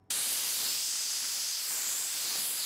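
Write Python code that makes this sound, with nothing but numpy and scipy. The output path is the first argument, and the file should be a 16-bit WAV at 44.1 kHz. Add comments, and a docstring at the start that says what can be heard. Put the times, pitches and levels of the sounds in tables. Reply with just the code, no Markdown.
"""Small sandblasting gun in a workshop

After a faint tick of the trigger, a jet of air and grit hisses on a steel part in a quiet workshop.
The hiss is noise with broad humps that swell and sink as the nozzle wanders over the part and its holes.
A lumpy roar of deflected air and thudding grains lies below. A motor hums and something whines faintly
in the room, made of dull noise and wavering tones. Nearly mono: random treble patches flicker wide."""
import sys
import numpy as np
from scipy import signal
from scipy.io import wavfile
from scipy.ndimage import uniform_filter1d

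SR = 44100
rng = np.random.default_rng(int(sys.argv[2]) if len(sys.argv) > 2 else 0)


def volts(x):
    """Linear amplitude factor 10**(x/20) for a level x in dB, scalar or array-like."""
    e = np.asarray(x, float) / 20
    return 10 ** e


def int16_out(signal):
    """Quantize to a 16-bit WAV file."""
    q = np.round(np.clip(np.atleast_2d(signal).T, -1, 1) * 32767)
    wavfile.write(sys.argv[1], SR, q.astype(np.int16))


N = 116865  # length in samples
OPEN_S = 0.1022  # the moment the valve opens


def evened(x):
    """Scales a sound to rms 1."""
    return x / np.sqrt(np.mean(x ** 2) + 1e-20)


def read(points, hz):
    """Reads a spectrum between its points, on a log-frequency axis."""
    f, value = np.transpose(points)
    return np.interp(np.log(hz + 1), np.log(f + 1), value)


def curves(rows, t):
    """Joins the rows of a table by straight lines in time, one curve for each column after the first."""
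    rows = np.array(rows)
    return [np.interp(t, rows[:, 0], column) for column in rows.T[1:]]


def shaped(x, gain, size=512):
    """Filters x by multiplying its short-time spectra by gain(Hz, s)."""
    overlap = size * 3 // 4
    hz, t, z = signal.stft(x, SR, nperseg=size, noverlap=overlap)
    return signal.istft(z * gain(hz[:, None], t), SR, nperseg=size, noverlap=overlap)[1][:N]


def chance(shape, bins, frames):
    """Random field of rms 1, smoothed over frequency bins and time frames."""
    smooth = uniform_filter1d(rng.standard_normal(shape), bins, 0)
    return evened(uniform_filter1d(smooth, frames, 1))


# Shape of the room noise. Each row: frequency in Hz, relative level in dB.
ROOM_SPECTRUM = [(25, -26), (52, 4), (75, -5), (130, -4), (300, -6), (500, -14), (1000, -22), (1500, -22),
                 (3000, -37), (8000, -45), (16000, -51)]


def room_noise(level_db=-70):
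    """Dull noise of the room: steady random noise, strongest in the bass."""
    noise = shaped(rng.standard_normal(N), lambda hz, _: volts(read(ROOM_SPECTRUM, hz)), size=2048)
    return volts(level_db) * evened(noise)


# Tones of the motor hum and the whine. Each row: frequency in Hz, level in dB before the room sound
# sinks, width in Hz (a wider tone wavers faster).
HUM_TONES = [(94, -69.5, 17), (183, -74.5, 14), (233, -79, 10), (283, -71, 15), (410, -77, 6.1),
             (572, -90, 11), (663, -82, 8.3), (757, -78, 10), (890, -85, 7.4), (985, -81, 10),
             (5400, -95, 15)]


def hum_and_whine():
    """Each tone is a steady carrier plus slow random wavering, which widens its spectral line."""
    t = np.arange(N) / SR
    out = np.zeros(N)
    for hz, db, width in HUM_TONES:
        decay = np.exp(-np.pi * width / SR)
        noise = rng.standard_normal(N) + 1j * rng.standard_normal(N)
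        waver = signal.lfilter([1], [1, -decay], noise)
        steady = 1.14 * np.std(waver)
        tone = np.exp(2j * np.pi * hz * t) * (waver + steady)
        out += volts(db) * evened(tone.real)
    return out


# The trigger's tick. The one row: time in seconds, level in dB of its noise at the peak,
# middle frequency in Hz, length in seconds (from the peak until it has fallen to 1/e).
TRIGGER_TICK = (.041, -83, 10000, .0018)


def trigger_tick():
    """A faint tick: a very short swell of band-limited noise."""
    t = np.arange(N) / SR
    peak_s, db, hz, length = TRIGGER_TICK
    band = signal.butter(2, [hz * 0.7, hz * 1.3], "band", fs=SR)
    noise = evened(signal.lfilter(*band, rng.standard_normal(N)))
    return volts(db) * np.exp(-((t - peak_s) / length) ** 2) * noise


def workshop(sink_db=-8.5, sink_s=0.17):
    """Room noise and hum, which sink gradually once the jet is on, and the tick."""
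    since_open = np.maximum(np.arange(N) / SR - OPEN_S, 0)
    sink = volts(sink_db * (1 - np.exp(-since_open / sink_s)))
    return sink * (room_noise() + hum_and_whine()) + trigger_tick()


def valve(leak_db=-24, leak_s=0.003, rise_s=0.0035, surge_db=4, surge_s=0.011):
    """The valve leaks for a moment, opens fast and lets off a short surge of pressure."""
    t = np.arange(N) / SR - OPEN_S
    leak = volts(leak_db) * np.clip(1 + t / leak_s, 0, 1)  # against the height of the surge
    opening = np.clip(t / rise_s, 0, 1)
    surge = volts(surge_db * np.exp(-np.maximum(t - rise_s, 0) / surge_s))
    return np.maximum(leak, opening) * surge


# Broad humps of the hiss. Each row: centre in Hz, width in Hz.
# The centres of the 2nd, 4th and 6th hump come from the wandering table instead.
HISS_HUMPS = [(3300, 1320), (4700, 1130), (6100, 1220), (7500, 1380), (9200, 1640), (10800, 1770),
              (13200, 2300), (15100, 1100)]
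# How those humps wander. Each row: time in seconds, then the centres in Hz of the 2nd, 4th and 6th hump.
HUMP_WANDER = [(0.12, 4420, 7350, 10500), (0.18, 4400, 7760, 10550), (0.46, 4730, 7510, 10650),
               (0.6, 4590, 7630, 10600), (0.84, 4930, 7670, 10500), (1.36, 4890, 7460, 10730),
               (1.66, 4880, 7860, 10900), (1.87, 4630, 7280, 10500), (2.15, 4950, 7820, 10600),
               (2.28, 4470, 7400, 10800), (2.33, 4680, 7280, 10400), (2.42, 4690, 7610, 10850),
               (2.57, 4700, 7670, 10700), (2.65, 4500, 7140, 10900)]
# How the humps swell and sink as the nozzle moves. Each row: time in seconds, then one level in dB
# for each hump from low to high, before the rings, the patches and the valve act on it.
HUMP_SWELLS = [(0.12, -44, -41.5, -42.5, -39, -36, -44, -47, -56),
               (0.15, -43.5, -41.5, -44.5, -38.5, -38.5, -37.5, -47, -54),
               (0.3, -43.5, -40, -42, -41, -38, -38, -41, -60),
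               (0.32, -44.5, -41, -42, -40.5, -39.5, -36, -41, -51),
               (0.43, -42, -40, -39, -41, -42.5, -41.5, -42.5, -53),
               (0.53, -44, -41, -40.5, -40, -41.5, -40, -42, -50),
               (0.71, -43, -36.5, -42, -39.5, -43.5, -45.5, -42, -52),
               (0.8, -43, -38, -41, -39, -48, -46, -46, -50),
               (0.87, -46.5, -38.5, -38.5, -39, -44.5, -46, -49, -55),
               (1.05, -45.5, -40.5, -39.5, -39, -49, -46.5, -49, -57),
               (1.11, -46, -39, -38.5, -39.5, -47, -44.5, -50.5, -57),
               (1.32, -45.5, -39.5, -41.5, -41.5, -49, -42.5, -49, -50),
               (1.5, -47, -39.5, -37, -41.5, -48, -45, -51, -55),
               (1.54, -47.5, -37, -41, -44.5, -49, -49, -50, -59),
               (1.68, -47.5, -42.5, -45, -41, -50, -42, -45, -50),
               (1.7, -49.5, -43, -42.5, -37, -45, -42, -42, -50),
               (1.87, -48, -43, -42.5, -36, -46, -49, -44, -51),
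               (1.89, -46.5, -43, -43.5, -35.5, -54, -41.5, -43, -53),
               (2.05, -48.5, -44.5, -45, -36.5, -48, -44, -47, -56),
               (2.15, -45.5, -41, -43.5, -40.5, -48, -45, -47, -49),
               (2.21, -45, -40.5, -43, -39, -44, -45.5, -44, -52),
               (2.35, -47, -37.5, -41, -41.5, -45, -42.5, -46, -47),
               (2.4, -44, -40.5, -45, -40.5, -42.5, -38, -43, -50),
               (2.51, -45.5, -46, -48.5, -41, -45, -37.5, -42, -46),
               (2.64, -45, -37.5, -46, -41, -47, -40, -48, -55),
               (2.65, -42, -43, -48, -40, -46, -43, -47, -52)]
# Damped rings and hollows of the steel part and bench, which colour the hiss throughout.
# Each row: frequency in Hz, width in Hz, change in dB (plus for a ring, minus for a hollow).
STEEL_RINGS = [(3670, 290, 1.5), (4950, 140, 3), (5600, 250, -1), (7300, 170, 0.5), (7600, 220, -0.5),
               (8600, 320, 3), (9350, 280, -2), (10600, 180, 1), (10850, 250, 0.5), (11400, 360, -0.5),
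               (12460, 400, 3), (13000, 300, 1), (13650, 300, 2.5), (14300, 400, -2)]


def hiss_gain(hz, t, patchy_db=0.68, flutter_db=0.16):
    """Spectrum of the turbulent jet: bell-shaped humps, rings, drifting patches and a shared flutter."""
    centres = [f for f, _ in HISS_HUMPS]
    centres[1:6:2] = curves(HUMP_WANDER, t)
    power = 0
    for centre_hz, (_, width), db in zip(centres, HISS_HUMPS, curves(HUMP_SWELLS, t)):
        bell = np.exp(-np.pi * ((hz - centre_hz) / width) ** 2)
        power = power + volts(2 * db) / width * bell
    patches = patchy_db * chance((len(hz), len(t)), bins=5, frames=24)
    flutter = flutter_db * chance((1, len(t)), bins=1, frames=8)
    rings = sum(db / (1 + (2 * (hz - f) / width) ** 2) for f, width, db in STEEL_RINGS)
    return np.sqrt(power * SR / 2) * volts(patches + flutter + rings)


def hiss():
    """Hiss of the turbulent jet: random noise filtered by the moving humps."""
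    return shaped(rng.standard_normal(N), hiss_gain)


def spreads(hz, t, per_s=12, half_s=0.024, width_hz=1800, level_db=-3.5):
    """Gain of brief treble patches at random moments and pitches, against the level of the hiss."""
    when, place = rng.random((round(per_s * N / SR), 2)).T
    peak_s = when[:, None] * N / SR
    centre_hz = 4800 + 10500 * place ** 1.5
    in_band = abs(hz - centre_hz) < width_hz / 2
    swell = np.cos(np.pi / 2 * np.clip((t - peak_s) / half_s, -1, 1))
    return volts(level_db) * np.minimum(in_band @ swell, 1)


def wide_flicker():
    """Separate noise, heard only in brief random patches of treble that flicker wide."""
    return shaped(rng.standard_normal(N), lambda hz, t: hiss_gain(hz, t) * spreads(hz, t))


# Shape of the roar. Each row: frequency in Hz, relative level in dB.
ROAR_SPECTRUM = [(25, -51), (60, -35), (120, -5), (300, -2.5), (800, -1), (1600, 2), (2400, 1.5),
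                 (3500, -13), (6000, -39)]
# How the roar changes as the nozzle moves. Each row: time in seconds, level in dB,
# level of its bass in dB against that. Both are raised by fixed amounts in roar().
ROAR_SWELLS = [(0.14, -49, -7.5), (0.17, -47, -6), (0.55, -50, -6.5), (0.67, -49.5, -3.5), (0.86, -55, -7),
               (0.89, -52, -4), (0.9, -52, -10.5), (1.22, -52.5, -9), (1.22, -51, -7.5),
               (1.46, -51.5, -9.5), (1.55, -53, -15), (1.69, -51, -9), (1.71, -47.5, -8.5),
               (2.07, -50.5, -7.5), (2.08, -50, -12), (2.37, -48.5, -3), (2.48, -52, -5.5),
               (2.49, -53, -2.5), (2.65, -49.5, -10.5)]


def grit(per_s=900, spread_db=5):
    """Larger grains thudding on the part: single clicks at random moments, of random size and sign."""
    size = volts(spread_db * np.minimum(rng.exponential(1, N), 5))
    hits = rng.random(N) < per_s / SR
    return evened(size * hits * rng.choice([-1., 1.], N))


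def roar(grit_db=-7, lumpy_db=0.5, lift_db=10.5, bass_db=6, puff_db=5.5, puff_s=0.0085):
    """Deflected air and thudding grains; the bass thins and fills as the nozzle moves, after a first puff."""
    drive = rng.standard_normal(N) + volts(grit_db) * grit()
    lumps = volts(lumpy_db * chance((1, N), bins=1, frames=500)[0])

    def gain(hz, t):
        db, bass = curves(ROAR_SWELLS, t)
        # no bass change above 1500 Hz, all of it at 400 Hz, up to 1.4 times as many dB below
        share = np.clip(np.log(1500 / (hz + 1)) / np.log(1500 / 400), 0, 1.4)
        return volts(read(ROAR_SPECTRUM, hz) + db + (bass + bass_db) * share)

    since_open = np.maximum(np.arange(N) / SR - OPEN_S, 0)
    puff = volts(puff_db * np.exp(-since_open / puff_s))
    return puff * volts(lift_db) * shaped(evened(drive * lumps), gain, size=1024)


def scene():
    """The same sound in both channels, but for the wide flicker, which has opposite signs."""
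    middle = hiss() + roar()
    left_right = np.array([[1], [-1]])
    side = left_right * wide_flicker()
    return valve() * (middle + side) + workshop()


def band_limit(x):
    """A steep low-pass at the top of the band."""
    return signal.sosfilt(signal.butter(12, 16480, fs=SR, output="sos"), x)


def record(dry):
    """Cuts off the top of the treble steeply and returns the finished mix."""
    lowpass = signal.firwin(1023, 15760, window=("kaiser", 9), fs=SR)  # edge in Hz
    limited = signal.oaconvolve(dry, lowpass[None], "same")
    return band_limit(limited)


dry = scene()
out = record(dry)
int16_out(out)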